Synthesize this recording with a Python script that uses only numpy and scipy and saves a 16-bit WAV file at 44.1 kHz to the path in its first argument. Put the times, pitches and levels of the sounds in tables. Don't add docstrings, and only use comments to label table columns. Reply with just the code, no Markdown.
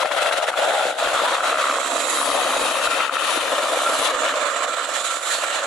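import sys
import numpy as np
from scipy import signal
from scipy.fft import rfft, irfft
from scipy.io import wavfile
from scipy.ndimage import uniform_filter1d, minimum_filter1d

SR = 44100
rng = np.random.default_rng(int(sys.argv[2]) if len(sys.argv) > 2 else 0)


def unload_audio(sound):
    columns = np.transpose(np.atleast_2d(sound))
    steps = np.round(np.clip(columns, -1, 1) * 32767)
    wavfile.write(sys.argv[1], SR, steps.astype(np.int16))


N = 249606
TIME = np.arange(N) / SR
FRAME, HOP = 512, 128
FRAME_TIME = np.arange(N // HOP + 5) * HOP / SR
BIN_HZ = np.fft.rfftfreq(FRAME, 1 / SR)


def amp(db):
    return 10 ** (np.asarray(db) / 20)


def unit_level(x):
    return x / np.sqrt(np.mean(x ** 2) + 1e-20)


def at_time(rows, t=TIME):
    return np.interp(t, *np.transpose(rows))


def at_pitch(rows, hz):
    row_hz, value = np.transpose(rows)
    return np.interp(np.log(hz + 1), np.log(row_hz + 1), value)


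def drift(rate_hz, count=N, fs=SR):
    hz = np.fft.rfftfreq(count, 1 / fs)
    return unit_level(irfft(rfft(rng.standard_normal(count)) / (1 + (hz / rate_hz) ** 4), count))


def bell(offset, width, steepness=2):
    return np.exp(-np.log(2) * abs(2 * offset / width) ** steepness)


def bumps(rows):
    return sum(height * bell(FRAME_TIME - s, length, np.where(FRAME_TIME < s, 2.5, 5))
               for s, height, length in rows)


# time in seconds, left minus right in dB (scaled for each sound).
SIDE_WIND = [(0, 3), (.65, 1), (1.6, 0.5), (1.83, -2.5), (2.1, -2.5), (2.27, 2), (2.55, .5), (3.1, 3),
             (3.96, -1), (4.08, 2), (4.19, -4), (4.28, 0), (4.42, -3.5), (5.66, -2)]

def wind_pan(depth):
    gains = amp(depth * np.outer([.5, -.5], at_time(SIDE_WIND)))
    return gains / gains.mean(0)


# time in seconds, depth in dB, length in seconds.
LULLS = [(.044, 3.5, 0.011), (.085, 7.5, 0.069), (.154, 1.5, 0.056), (.312, 4, 0.018), (.408, 6, 0.032),
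         (.46, 5, 0.032), (.533, 11, 0.049), (.953, 11.5, 0.052), (1.406, 6, 0.049), (1.553, 4.5, 0.045),
         (2.8, 2.5, 0.023), (2.888, 3.5, 0.032), (3.06, 3.5, 0.027), (3.102, 11, 0.049), (3.175, 5, .032),
         (3.395, 3.5, 0.017), (4.163, 6, 0.0076), (4.668, 4.5, 0.025), (4.878, 2.5, 0.032), (5.02, 3, .03),
         (5.2, 6, 0.062)]

def lulls_db():
    return bumps(LULLS)


# time in seconds, boost in dB.
NEARNESS = [(0, -6), (1.3, 2), (2.5, 13), (3.2, 4), (3.95, 9.5), (4.4, 0), (5.2, -1), (5.66, -2.5)]
# time in seconds, relative level in dB.
PUFFS = [(1.07, -43), (1.149, -40), (2.57, -42), (2.625, -42), (2.875, -41), (4, -40), (4.15, -44)]

def wind_rumble(top_hz=150, puff_s=0.013):
    shared = drift(top_hz)
    air = unit_level(np.array([shared + drift(top_hz) for _ in range(2)]))
    puffs = sum(amp(db + 2) / 2 * np.exp(-((TIME - s) / puff_s) ** 2) for s, db in PUFFS)
    rumble_db = -71 + 4.2 * at_time(SIDE_WIND) + 0.32 * at_time(NEARNESS)
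    lumps = unit_level(amp(5 * drift(25)))
    return air * (amp(rumble_db) * lumps + puffs)


# frequency in Hz, left minus right in dB.
PORT_BALANCE = [(200, 3), (330, 1.5), (580, 4), (1000, 0), (1900, -1.5), (3000, 2.5), (4000, 0), (12000, 3)]
# frequency in Hz, the left port's lead in radians.
PORT_PHASE = [(1400, 0.11), (2000, 0.83), (3000, 0.22)]

def port_gain(hz):
    left = amp(at_pitch(PORT_BALANCE, hz) / 2) * np.exp(.5j * at_pitch(PORT_PHASE, hz))
    return np.array([left, 1 / left])


# time in seconds, dB above its usual level.
HISS = [(0, -3), (1.8, -1), (2.2, 6), (2.38, 1), (2.7, 2.5), (3.05, -2.5), (3.33, 0.5), (3.55, -1.5),
        (4.02, 4), (4.13, -5), (4.82, -5.5), (5.04, 1), (5.32, 1.5), (5.5, -3), (5.66, -6.5)]
# centre in Hz, width in Hz.
PORT_RINGS = [(10160, 2300), (7410, 1920)]
# boost in dB, extra dB per dB of side wind, extra dB per dB of hiss.
PORT_DRIVE = [(3.5, 0.6, 1), (8.3, -1, -0.15)]

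def port_hiss_db():
    bands = np.array([bell(BIN_HZ - centre, width, 3) for centre, width in PORT_RINGS])
    side, hiss = at_time(SIDE_WIND, FRAME_TIME), at_time(HISS, FRAME_TIME)
    boost_db = np.array([db + by_side * side + by_hiss * hiss for db, by_side, by_hiss in PORT_DRIVE])
    treble = at_pitch([(3800, 0.26), (5000, 0.97)], BIN_HZ)
    return bands[:, :, None] * boost_db[:, None] - np.outer(treble, boost_db.mean(0) / 2)


# time in seconds, centre in Hz, cut in dB (below zero it boosts).
GROUND_DIP = [(0, 1040, 10), (1, 1040, 8), (1.25, 990, -4), (1.62, 870, 8.5), (2.4, 765, -2.5),
              (3.8, 786, 3.5), (4.4, 840, 10.5), (5.66, 950, 4)]

def ground_dip_db(width_hz=230):
    s, hz, depth_db = np.transpose(GROUND_DIP)
    offset_hz = BIN_HZ[:, None] - np.interp(FRAME_TIME, s, hz)
    return np.interp(FRAME_TIME, s, depth_db) * bell(offset_hz, width_hz)


# time in seconds, spacing in Hz, greatest height in dB.
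GROUND_RIPPLES = [(0, 667, 2.5), (1.1, 687, 0), (1.5, 660, 2), (3, 620, 3), (4, 578, 2.5), (5.66, 590, 0.5)]

def ground_ripples_db():
    s, spacing_hz, height_db = np.transpose(GROUND_RIPPLES)
    reach = at_pitch([(1150, 0), (1500, .8), (2500, 1), (3600, 1), (5000, 0)], BIN_HZ)
    ripples = np.cos(2 * np.pi * BIN_HZ[:, None] / np.interp(FRAME_TIME, s, spacing_hz))
    return np.outer(reach, np.interp(FRAME_TIME, s, height_db)) * ripples


# time in seconds, pitch in Hz, boost in dB, length in seconds.
WHISTLES = [(0.782, 800, 10, 0.38), (.9, 3420, 2, 0.72), (3.053, 2680, 7.5, 0.57), (5.356, 4330, 6.5, 0.14),
            (5.5, 1770, 6.5, 0.38)]

def whistles_db(width_share=0.12):
    return sum(np.outer(np.exp(-(2 * (BIN_HZ / hz - 1) / width_share) ** 2), bumps([(s, db, length)]))
               for s, hz, db, length in WHISTLES)


# time in seconds, throbs a second, swing in dB.
THROB = [(0, 19.5, 2.5), (.45, 19.5, 3.6), (.85, 19.6, .6), (2, 19.9, .5), (4.1, 19.3, .8),
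         (4.75, 18.3, 1.7), (5.66, 18.9, .8)]

def throb_db():
    s, rate, swing_db = np.transpose(THROB)
    cycles = np.cumsum(np.interp(FRAME_TIME, s, rate)) * HOP / SR
    return -np.interp(FRAME_TIME, s, swing_db) * np.cos(2 * np.pi * cycles)


# time in seconds, treble boost in dB, roar boost in dB, length in seconds.
GUSTS = [(.009, 5, 6.5, 0.0095), (0.183, 3.5, 5, 0.015), (0.226, 3, 0, 0.048), (0.993, 2, -0.5, 0.031),
         (1.14, 1, 5, 0.033), (1.47, 3.5, 3, 0.023), (2.102, 2, 1.5, 0.057), (2.854, 3.5, -1, .035),
         (3.322, 3, 3, 0.11), (4.064, 6.5, 2, 0.036), (4.267, 3, 1, 0.082), (4.423, 1, 5.5, 0.029),
         (4.645, 3, 5, 0.027), (4.96, 3, 2.5, 0.055), (5.063, 2.5, -1, 0.038), (5.326, 6, 2.5, 0.072),
         (5.438, 2, 4.5, 0.04), (5.569, 3.5, 2, 0.05)]

def gusts_db():
    s, treble_db, roar_db, length = np.transpose(GUSTS)
    drop_db = lulls_db() - throb_db()
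    high_db = bumps(zip(s, treble_db, length)) - drop_db
    low_db = bumps(zip(s, roar_db, length)) - 0.7 * drop_db
    treble = at_pitch([(700, 0), (3500, 1)], BIN_HZ)
    return np.outer(treble, high_db) + np.outer(1 - treble, low_db)


# time in seconds, relative load in dB.
BLADE_LOAD = [(0, 8.5), (.9, 1.5), (1.22, 5.5), (1.55, 11.5), (1.78, 0), (1.89, -3.5), (2.2, -2),
              (3.05, 8.5), (3.35, 0), (4.3, 4.5), (4.95, -8), (5.35, -10.5), (5.66, -4)]
# time in seconds, relative level in dB.
ROAR = [(0, -24), (.85, -22), (1.1, -26), (1.65, -23), (2.18, -29), (2.4, -24.5), (3.28, -31.5),
        (3.55, -23), (4.4, -24), (5, -30.5), (5.42, -31.5), (5.66, -25.5)]

def band_levels_db():
    near, load, roar, hiss, side = (
        at_time(rows, FRAME_TIME) for rows in (NEARNESS, BLADE_LOAD, ROAR, HISS, SIDE_WIND))
    drone = -46 + near
    honk = -26.5 + 0.34 * load
    rush = -28.5 + 0.075 * load + 0.16 * hiss + 0.47 * side
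    return np.array([drone, roar, honk, rush, -31.5 + hiss])


BAND_EDGES_HZ = [180, 400, 850, 1800, 4700, 12000]
# frequency in Hz, relative level in dB.
AIR_TONE = [(160, -46), (225, -32.5), (290, -16.5), (410, -18.5), (470, -4.5), (550, 5), (690, 5.5),
            (790, 1.5), (1000, 4.5), (1350, 5), (1540, 0.5), (2100, -5), (3900, -9.5), (4900, -20.5),
            (10800, -25.5), (12200, -38), (15500, -52.5)]
# frequency in Hz, likeness from 0 to 1.
LIKENESS = [(60, 0.1), (280, 0.86), (1400, 0.81), (2200, 0.21), (3100, 0.36), (6000, 0.51), (8000, 0.067),
            (15000, 0.05)]

def rushing_air(patchy_db=1.5, flutter_db=1.0, trim_db=-1.33):
    hz = np.fft.rfftfreq(N, 1 / SR)
    left, other = rfft(rng.standard_normal((2, N)))
    alike = at_pitch(LIKENESS, hz)
    right = alike * left + np.sqrt(1 - alike ** 2) * other
    spectrum = np.array([left, right]) * amp(at_pitch(AIR_TONE, hz)) * port_gain(hz)
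    edges = np.array(BAND_EDGES_HZ)
    power = 2 * abs(spectrum.mean(0)) ** 2 / N ** 2
    band_power = [power[(hz > low) & (hz < high)].sum() for low, high in zip(edges, edges[1:])]
    swell_db = band_levels_db() + trim_db - 10 * np.log10(band_power)[:, None]
    centres = np.sqrt(edges[1:] * edges[:-1])
    blend = np.array([at_pitch(np.c_[centres, row], BIN_HZ) for row in np.eye(len(centres))])
    speckle = rng.standard_normal((len(BIN_HZ), len(FRAME_TIME)))
    patches = unit_level(uniform_filter1d(uniform_filter1d(speckle, 5, axis=0), 13, axis=1))
    flutter = drift(55, count=len(FRAME_TIME), fs=SR / HOP)
    air_db = blend.T @ swell_db + gusts_db() + patchy_db * patches + flutter_db * flutter
    shape_db = air_db - ground_dip_db() + ground_ripples_db() + whistles_db() + port_hiss_db()
    frames = signal.stft(irfft(spectrum, N), nperseg=FRAME, noverlap=FRAME - HOP)[2]
    frames *= amp(shape_db)[..., :frames.shape[-1]]
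    return signal.istft(frames, nperseg=FRAME, noverlap=FRAME - HOP)[1][:, :N]


# multiple of the blade rate, relative level in dB.
ENGINE_TONES = [(3, -26), (4, -9.7), (5, -16), (7, -8), (8, -5.5), (10, -4.5), (16, -8), (17, -6), (18, -4),
                (19, -5)]
# time in seconds, level in dB before lulls and panning.
ENGINE_LEVEL = [(0, -58), (1.85, -35), (2.4, -33), (3.4, -42), (3.8, -37), (4.5, -39), (5.66, -53)]

def engine(cycles, fading_db=6.0, blur=0.0027):
    tones = sum(amp(db + fading_db * drift(32)) * np.sin(2 * np.pi * k * (cycles + blur * drift(22)))
                for k, db in ENGINE_TONES)
    return amp(at_time(ENGINE_LEVEL)) * unit_level(tones)


# time in seconds, level in dB before lulls and panning.
WHINE_LEVEL = [(0, -37), (2.65, -47), (2.93, -36), (3.75, -44), (3.87, -20), (3.98, -43), (4.74, -30.5),
               (5.1, -31.5), (5.3, -38.5)]

def exhaust_whine(cycles, multiple=20, fading_db=4.5, blur=.0075):
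    fading = amp(fading_db * drift(23))
    tone = np.sin(2 * np.pi * multiple * (cycles + blur * drift(15)))
    return amp(at_time(WHINE_LEVEL)) * unit_level(fading * tone)


# time in seconds, relative strength.
CHOP = [(0, .7), (.85, 1.2), (1.3, .7), (1.6, .35), (2.3, .6), (3.5, .2)]

def blade_chop(air, passes, tick_width=.085, lumpy_db=1.3):
    roar = signal.sosfiltfilt(signal.butter(2, 2800, fs=SR, output="sos"), air)
    hiss = air - roar
    blade = np.round(passes).astype(int)
    strength = (.5 + rng.random(blade.max() + 1))[blade]
    ticks = at_time(CHOP) * strength * np.exp(-((passes - blade) / tick_width) ** 2)
    gain = unit_level((1 + ticks) * amp(lumpy_db * drift(200)))
    return signal.sosfilt(signal.butter(4, 150, "high", fs=SR, output="sos"), roar * gain + hiss)


def slap(db, hz, length, rough_s=.0065):
    t = np.arange(-SR // 100, SR // 100) / SR
    noise = rng.standard_normal(len(t))
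    puff = unit_level(signal.lfilter(*signal.butter(2, [500, 2000], "band", fs=SR), noise))
    tone = np.cos(2 * np.pi * (hz * t + rng.random()))
    rasp = (length / rough_s) ** 2
    return amp(db) * bell(t, length) * (tone + rasp * puff) / np.hypot(1, rasp)


# time in seconds, typical level in dB, typical pitch in Hz.
RATTLE = [(0, -24, 1400), (1.05, -23, 1400), (1.23, -17.5, 1350), (1.36, -17.5, 1340), (1.42, -23, 1340),
          (1.5, -13.5, 1300), (1.72, -14, 1260), (1.9, -28, 1200), (2.25, -17, 1130), (2.7, -21.5, 1280),
          (3.4, -22.5, 1290), (3.62, -18.5, 1270), (4.3, -21, 1220), (5, -26, 1250), (5.66, -26, 1330)]
# time in seconds, level in dB, pitch in Hz, length in seconds.
HARD_SLAPS = [(.031, -13.5, 1000, .005), (.059, -14.5, 750, .006), (.116, -14.5, 1050, .0055),
              (.262, -13, 620, .005), (.487, -12.5, 560, .006), (.541, -14, 1310, .003),
              (1.027, -8.5, 660, .0042), (1.075, -13, 750, .003), (1.201, -10.5, 1200, .003),
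              (1.383, -13, 1230, .002), (1.407, -12, 1370, .0035), (1.53, -9.5, 1260, .0035),
              (1.642, -11, 1290, .0045), (1.712, -11, 1240, .004), (1.786, -13, 1130, .003),
              (2.567, -12, 620, .0045), (2.756, -12, 1180, .003), (2.875, -10.5, 1380, .0035),
              (3.006, -11, 1310, .0045), (3.096, -11.5, 1330, .003), (3.1695, -9, 1320, .0035),
              (3.224, -13, 1250, .0035), (3.376, -19.5, 340, .0055), (4.15, -14, 1130, .004)]

def blade_slaps(passes, uneven_db=1.7, pitch_scatter=.05, length_s=.0035):
    times = TIME[1:][np.diff(np.floor(passes)) > 0]
    row_s, row_db, row_hz = np.transpose(RATTLE)
    loud, sharp, late = rng.standard_normal((len(times), 3)).T
    usual_db = np.interp(times, row_s, row_db)
    drop_db = 0.6 * np.interp(times, FRAME_TIME, lulls_db() - throb_db())
    levels_db = usual_db + uneven_db * loud - drop_db
    pitches_hz = np.interp(times, row_s, row_hz) * (1 + pitch_scatter * sharp)
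    wander_s = np.minimum(.0005 * amp(-15 - usual_db) ** 2, .002)
    rattle = [(s, db, hz, length_s) for s, db, hz in zip(times + wander_s * late, levels_db, pitches_hz)
              if s > .011 and min(abs(s - hard[0]) for hard in HARD_SLAPS) > .007]
    out = np.zeros(N)
    for s, db, hz, length in rattle + list(HARD_SLAPS):
        sound = slap(db, hz, length)
        start = round(s * SR - len(sound) / 2)
        out[start:start + len(sound)] += sound[:N - start]
    return out


# time in seconds, blade passes a second.
BLADE_RATE = [(0, 68.2), (3.2, 68.2), (4.2, 67.9), (5.66, 67.5)]
# time in seconds, delay in blade passes.
SLAP_LAG = [(0, .3), (1.58, .31), (1.65, .03), (1.73, -.18), (1.81, -.18), (2.08, .28), (2.3, .04),
            (2.9, 0), (3.7, .42), (5.66, 1.4)]

def scene():
    cycles = np.cumsum(at_time(BLADE_RATE) * (1 + .0008 * drift(5))) / SR
    passes = cycles - at_time(SLAP_LAG)
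    lull_gain = amp(-np.interp(TIME, FRAME_TIME, lulls_db()))
    helicopter = blade_slaps(passes) + lull_gain * (engine(cycles) + exhaust_whine(cycles))
    air = blade_chop(rushing_air(), passes)
    return air * wind_pan(depth=2.17) + helicopter * wind_pan(depth=0.9) + lull_gain * wind_rumble()


def record(dry, ceiling_db=-8.8, top_hz=15750):
    allowed = np.minimum(1, amp(ceiling_db) / (abs(dry) + 1e-9))
    gain = uniform_filter1d(minimum_filter1d(allowed, size=130, axis=1), size=130, axis=1)
    lowpass = signal.firwin(1023, top_hz, window=("kaiser", 9), fs=SR)
    return signal.oaconvolve(dry * gain, lowpass[None], "same")


dry = scene()
out = record(dry)
unload_audio(out)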